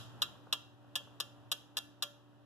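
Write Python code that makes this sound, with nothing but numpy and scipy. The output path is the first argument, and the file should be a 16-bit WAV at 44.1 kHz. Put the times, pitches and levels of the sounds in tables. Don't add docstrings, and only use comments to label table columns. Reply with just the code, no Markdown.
import sys
import numpy as np
from scipy import signal
from scipy.fft import rfft, irfft, next_fast_len
from scipy.io import wavfile
from scipy.ndimage import uniform_filter1d, map_coordinates

SR = 44100
rng = np.random.default_rng(int(sys.argv[2]) if len(sys.argv) > 2 else 0)


def to_wav(s):
    ch = np.atleast_2d(s).T
    pcm = np.round(np.clip(ch, -1, 1) * 32767)
    wavfile.write(sys.argv[1], SR, pcm.astype(np.int16))


N = 108045


def amp(db):
    return 10 ** (np.asarray(db) / 20)


def along(points, hz):
    freqs, values = np.transpose(points)
    return np.interp(np.log(hz + 1), np.log(np.abs(freqs) + 1), values)


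def filtered(x, response):
    n = x.shape[-1]
    padded = 2 * next_fast_len(n // 2 + 4096)
    return irfft(rfft(x, padded) * response(np.fft.rfftfreq(padded, 1 / SR)), padded)[..., :n]


def causal(db):
    cepstrum = irfft(np.log(amp(db)))
    half = len(cepstrum) // 2
    return np.exp(rfft(cepstrum * np.r_[1, np.full(half - 1, 2), 1, np.zeros(half - 1)]))


def eq(x, curve):
    return filtered(x, lambda f: causal(along(curve, f)))


def whiten(burst):
    def flatten(f):
        power = uniform_filter1d(np.abs(rfft(burst, 2 * len(f) - 2)) ** 2, size=256)
        return causal(-10 * np.log10(np.abs(power) + 1e-12))
    return filtered(burst, flatten)


def unit_rms(x):
    return x / np.sqrt(np.mean(x ** 2) + 1e-20)


def chatter(t, length_s, count=12):
    rebound_s, rebound_db, contact_t60_s = .0012, 3, .0066
    gap_s, bounce_db, loss_db, scatter_db = .0016, -1, 3, 2.5
    times = rebound_s + np.cumsum(gap_s * np.exp(.3 * rng.standard_normal(count)))
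    levels = bounce_db - loss_db * times / length_s + scatter_db * rng.standard_normal(count)
    bounces = [(s, db) for s, db in zip(times, levels) if s < length_s]
    contacts = [(0, 0), (rebound_s, rebound_db)] + bounces
    power = sum((t >= s) * amp(db - 60 * np.abs(t - s) / contact_t60_s) ** 2 for s, db in contacts)
    return np.sqrt(power)


# frequency in Hz, gain in dB.
BLOCK_EQ = [(300, -16), (1500, 6.5), (3500, -1), (6000, 6), (14000, 0)]
# frequency in Hz, gain in dB.
CLACK_EQ = [(100, -50.5), (370, -14.5), (650, -9), (850, -11.5), (1150, -2), (1450, -12.5), (1720, -13.5),
            (1950, -18.5), (2250, -22), (2550, -9), (2750, 4.5), (3400, 3.5), (3950, 5), (4350, -3.5),
            (4700, -0.5), (5500, -4.5), (5900, -6.5), (6400, -8.5), (7800, -9.5), (8450, -23), (8950, -24),
            (9300, -16), (10700, -9), (11900, -13), (12800, -12.5), (13550, -10), (14100, -26),
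            (15300, -19), (15700, -38.5), (16600, -46.5)]

def clack(t, chatter_s, swell):
    block_db, block_t60_s, clack_db = -3, .057, 30.5
    contacts = chatter(t, chatter_s) * rng.standard_normal(len(t))
    shake = swell * amp(block_db - 60 * t / block_t60_s) * rng.standard_normal(len(t))
    burst = whiten(contacts + eq(shake, BLOCK_EQ))
    return amp(clack_db) * eq(burst, CLACK_EQ)


# frequency in Hz, level in dB, time to fall 60 dB in seconds.
STRIP_MODES = [(581, -21, .37), (708, -16, .09), (1185, -10, .08), (1380, -21, .25), (1500, -17, .08),
               (1721, -10, .1), (2411, -20, .11), (2760, -2, .12), (2977, -10, .08), (3153, -7, .16),
               (3276, -2, .13), (3483, -3, .06), (3665, -5, .06), (3935, -3, .035), (4640, -5, .04),
               (5110, -7, .06), (5435, -3, .05), (6192, -11, .04), (7075, -9, .05), (10590, -12, .06)]

def strip_ring(t, scatter_db=2.5):
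    ring = np.zeros(len(t))
    for hz, db, t60 in STRIP_MODES:
        decay = amp(db + scatter_db * rng.normal() - 60 * t / t60)
        ring += decay * np.sin(2 * np.pi * (hz * t + rng.random()))
    return ring


def click(chatter_s, wood_db, clang_db, ping_db, treble_db, ring_db):
    attack_s, ring_trim_db = .0022, -8.5
    t = np.arange(SR * 2 // 3) / SR
    swell = 1 - np.exp(-t / attack_s)
    hit = clack(t, chatter_s, swell) + amp(ring_trim_db + ring_db) * swell * strip_ring(t)
    colour = [(700, .028), (1350, wood_db), (2200, .022), (3000, clang_db),
              (3900, ping_db), (4700, 0), (9000, treble_db)]
    return eq(hit, colour)


# frequency in Hz, lead of the left side in radians.
PORT_LEAD = [(0, 0), (400, -1), (800, -.2), (1500, 0), (2600, .9), (3400, -.1), (3950, -2.9), (4800, -3.4),
             (5400, -6), (5900, -6.4), (6200, -8), (6700, -3.7), (7300, -7), (8100, -6.8), (9100, -3.9),
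             (9900, -8), (10600, -7.6), (11100, -4.7), (11800, -8.2), (12600, -8.6), (13200, -6.3),
             (16000, -6.3)]
# frequency in Hz, left minus right in dB.
PORT_PAN = [(300, -0.5), (1200, -2.5), (3000, -3), (4500, 5.5), (6000, -1), (7500, 8.5), (9800, 11),
            (11500, 6.5), (13000, -2), (16000, 16)]

def mic_ports(f):
    side = np.array([[.5], [-.5]])
    return amp(side * along(PORT_PAN, f)) * np.exp(1j * side * along(PORT_LEAD, f))


# frequency in Hz, time to fall 60 dB in seconds.
ROOM_DECAY = [(200, 0.3), (1200, 0.33), (3200, 0.47), (7000, 0.45), (14000, 0.34)]
# frequency in Hz, gain in dB.
ROOM_EQ = [(200, 3), (1200, -10.5), (2000, -10), (2800, -16), (3200, -15), (4000, -22.5), (5000, -19),
           (6000, -15.5), (14000, -16.5)]

def room_echo(x):
    hz, t, spectrum = signal.stft(rng.standard_normal((2, len(x))), SR, nperseg=256)
    decay = amp(-60 * t / along(ROOM_DECAY, hz)[:, None])
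    tail = signal.istft(spectrum * decay, SR, nperseg=256)[1]
    wet = signal.fftconvolve(x[None], tail / np.linalg.norm(tail[0]), axes=1)[:, :len(x)]
    return eq(wet, ROOM_EQ)


# start in
# seconds, level in dB, chatter length in seconds, then wood, clang, ping, treble and ring trims in dB.
STRIKES = [(-.085, -18.5, 0.016, 9.5, -3, 2.5, 0.5, -1.5), (.2190, -28.5, 0.0069, 8.5, 1.5, 8.5, 1.5, 0.5),
           (0.5259, -27.5, 0.014, 5, 1.5, 5, -1.5, -1), (.9550, -30, 0.0083, 1, 3, 0, 0.5, 0.5),
           (1.2012, -30.5, 0.0099, 1, -3, 2.5, 0, 2), (1.5156, -29.5, 0.013, 2.5, 0, 3.5, 3, -1),
           (1.7693, -29.5, 0.02, 0.5, -5, 2.5, 1, 2), (2.0234, -30.5, 0.014, 2.5, -3.5, 6, 2, 4.5)]

def sounder():
    out = np.zeros((2, N))
    for start_s, db, *character in STRIKES:
        hit = amp(db) * click(*character)
        add(out, filtered(hit, mic_ports) + room_echo(hit), start_s)
    return out


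def add(track, sound, start_s):
    i = round(start_s * SR)
    part = sound[:, max(-i, 0):N - i]
    track[:, max(i, 0):max(i, 0) + part.shape[1]] += part


def tone(hz, db, lead, drift=0):
    phase = 2 * np.pi * (hz * np.arange(N) / SR + rng.random()) + drift
    return np.sqrt(2) * amp(db) * np.sin(phase + np.array([[.5], [-.5]]) * lead)


# time in seconds, mains level in dB, drone level in dB.
LOW_HUM_FADERS = [(0, -53.5, -59), (.19, -56.5, -68), (.25, -61, -81), (.7, -63.5, -71),
                  (1.2, -61.5, -77.5), (1.5, -61.5, -65.5), (1.54, -66.5, -89), (2.45, -64.5, -86)]

def low_hum(mains_hz=120, drone_hz=106.4):
    t = np.arange(N) / SR
    times, mains_db, drone_db = np.transpose(LOW_HUM_FADERS)
    mains = tone(mains_hz, np.interp(t, times, mains_db), lead=-1.5)
    drone = tone(drone_hz, np.interp(t, times, drone_db), lead=-1.5)
    return mains + drone


# frequency in Hz, gain in dB.
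AIR_EQ = [(25, -37.5), (50, -22), (75, -8), (150, -7), (300, -5.5), (400, -12), (580, -11.5), (860, -11.5),
          (1400, -14.5), (1800, -19.5), (2200, -31), (2700, -21), (3250, -22), (4400, -30), (6400, -36.5),
          (14400, -41), (16000, -78)]
# frequency in Hz, left-right correlation (1 is mono).
AIR_CORRELATION = [(60, 0.11), (250, 0.12), (700, 1), (2000, 0.13), (6000, 0.12)]
# time in seconds, trim in dB.
AIR_FADER = [(0, 6), (.2, 7.5), (.4, 4), (.75, -1), (1.05, 2.5), (1.45, 1.5), (1.6, 0), (2.2, -2),
             (2.45, -2)]

def room_air(level_db=-65):
    def mid_side(f):
        width = np.arccos(np.clip(along(AIR_CORRELATION, f), -1, 1)) / 2
        return amp(along(AIR_EQ, f)) * [np.cos(width), np.sin(width)]
    mid, side = filtered(rng.standard_normal((2, N)), mid_side)
    trim_db = np.interp(np.arange(N) / SR, *np.transpose(AIR_FADER))
    return amp(level_db + trim_db) * unit_rms(np.array([mid + side, mid - side]))


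# frequency in Hz, rms level in dB, lead of the left side in radians.
ROOM_TONES = [(292.1, -67.5, -0.98), (368, -82, -.8), (584, -73.5, -1.2), (773, -81, -1.3), (917, -81, -.8)]

def room_tones(waver_db=2, waver_rad=.27, wavers_per_s=14):
    def waver():
        return map_coordinates(rng.standard_normal(64), [np.arange(N) * wavers_per_s / SR], mode='mirror')
    return sum(tone(hz, db + waver_db * waver(), lead, waver_rad * waver())
               for hz, db, lead in ROOM_TONES)


# start in seconds, level in dB.
HANDLING_BUMPS = [(.354, -47), (.468, -47), (.844, -50.5), (1.003, -45.5), (1.073, -47.5)]
# frequency in Hz, gain in dB.
BUMP_EQ = [(40, -58), (200, -18.5), (450, 15.5), (900, 17), (1500, 10), (2200, -37), (6000, -15),
           (16000, -54)]

def handling_bumps(attack_s=.0024, t60_s=.031):
    out, t = np.zeros((2, N)), np.arange(SR // 4) / SR
    for start_s, db in HANDLING_BUMPS:
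        noise = unit_rms(filtered(rng.standard_normal(len(t)), lambda f: amp(along(BUMP_EQ, f))))
        bump = noise * amp(db - 60 * t / t60_s) * (1 - np.exp(-t / attack_s))
        add(out, bump + room_echo(bump), start_s)
    return out


def scene():
    return sounder() + handling_bumps() + low_hum() + room_air() + room_tones()


# centre in Hz, half width in Hz, gain in dB.
MIC_NOTCHES = [(2200, 130, -6), (4430, 170, -6), (8620, 300, -6)]

def record(dry):
    top_hz = 16600
    def microphone(f):
        dips_db = sum(db * np.exp(-((f - hz) / width) ** 2) for hz, width, db in MIC_NOTCHES)
        return causal(dips_db) / np.sqrt(1 + (f / top_hz) ** 160)
    return filtered(dry, microphone)


dry = scene()
out = record(dry)
to_wav(out)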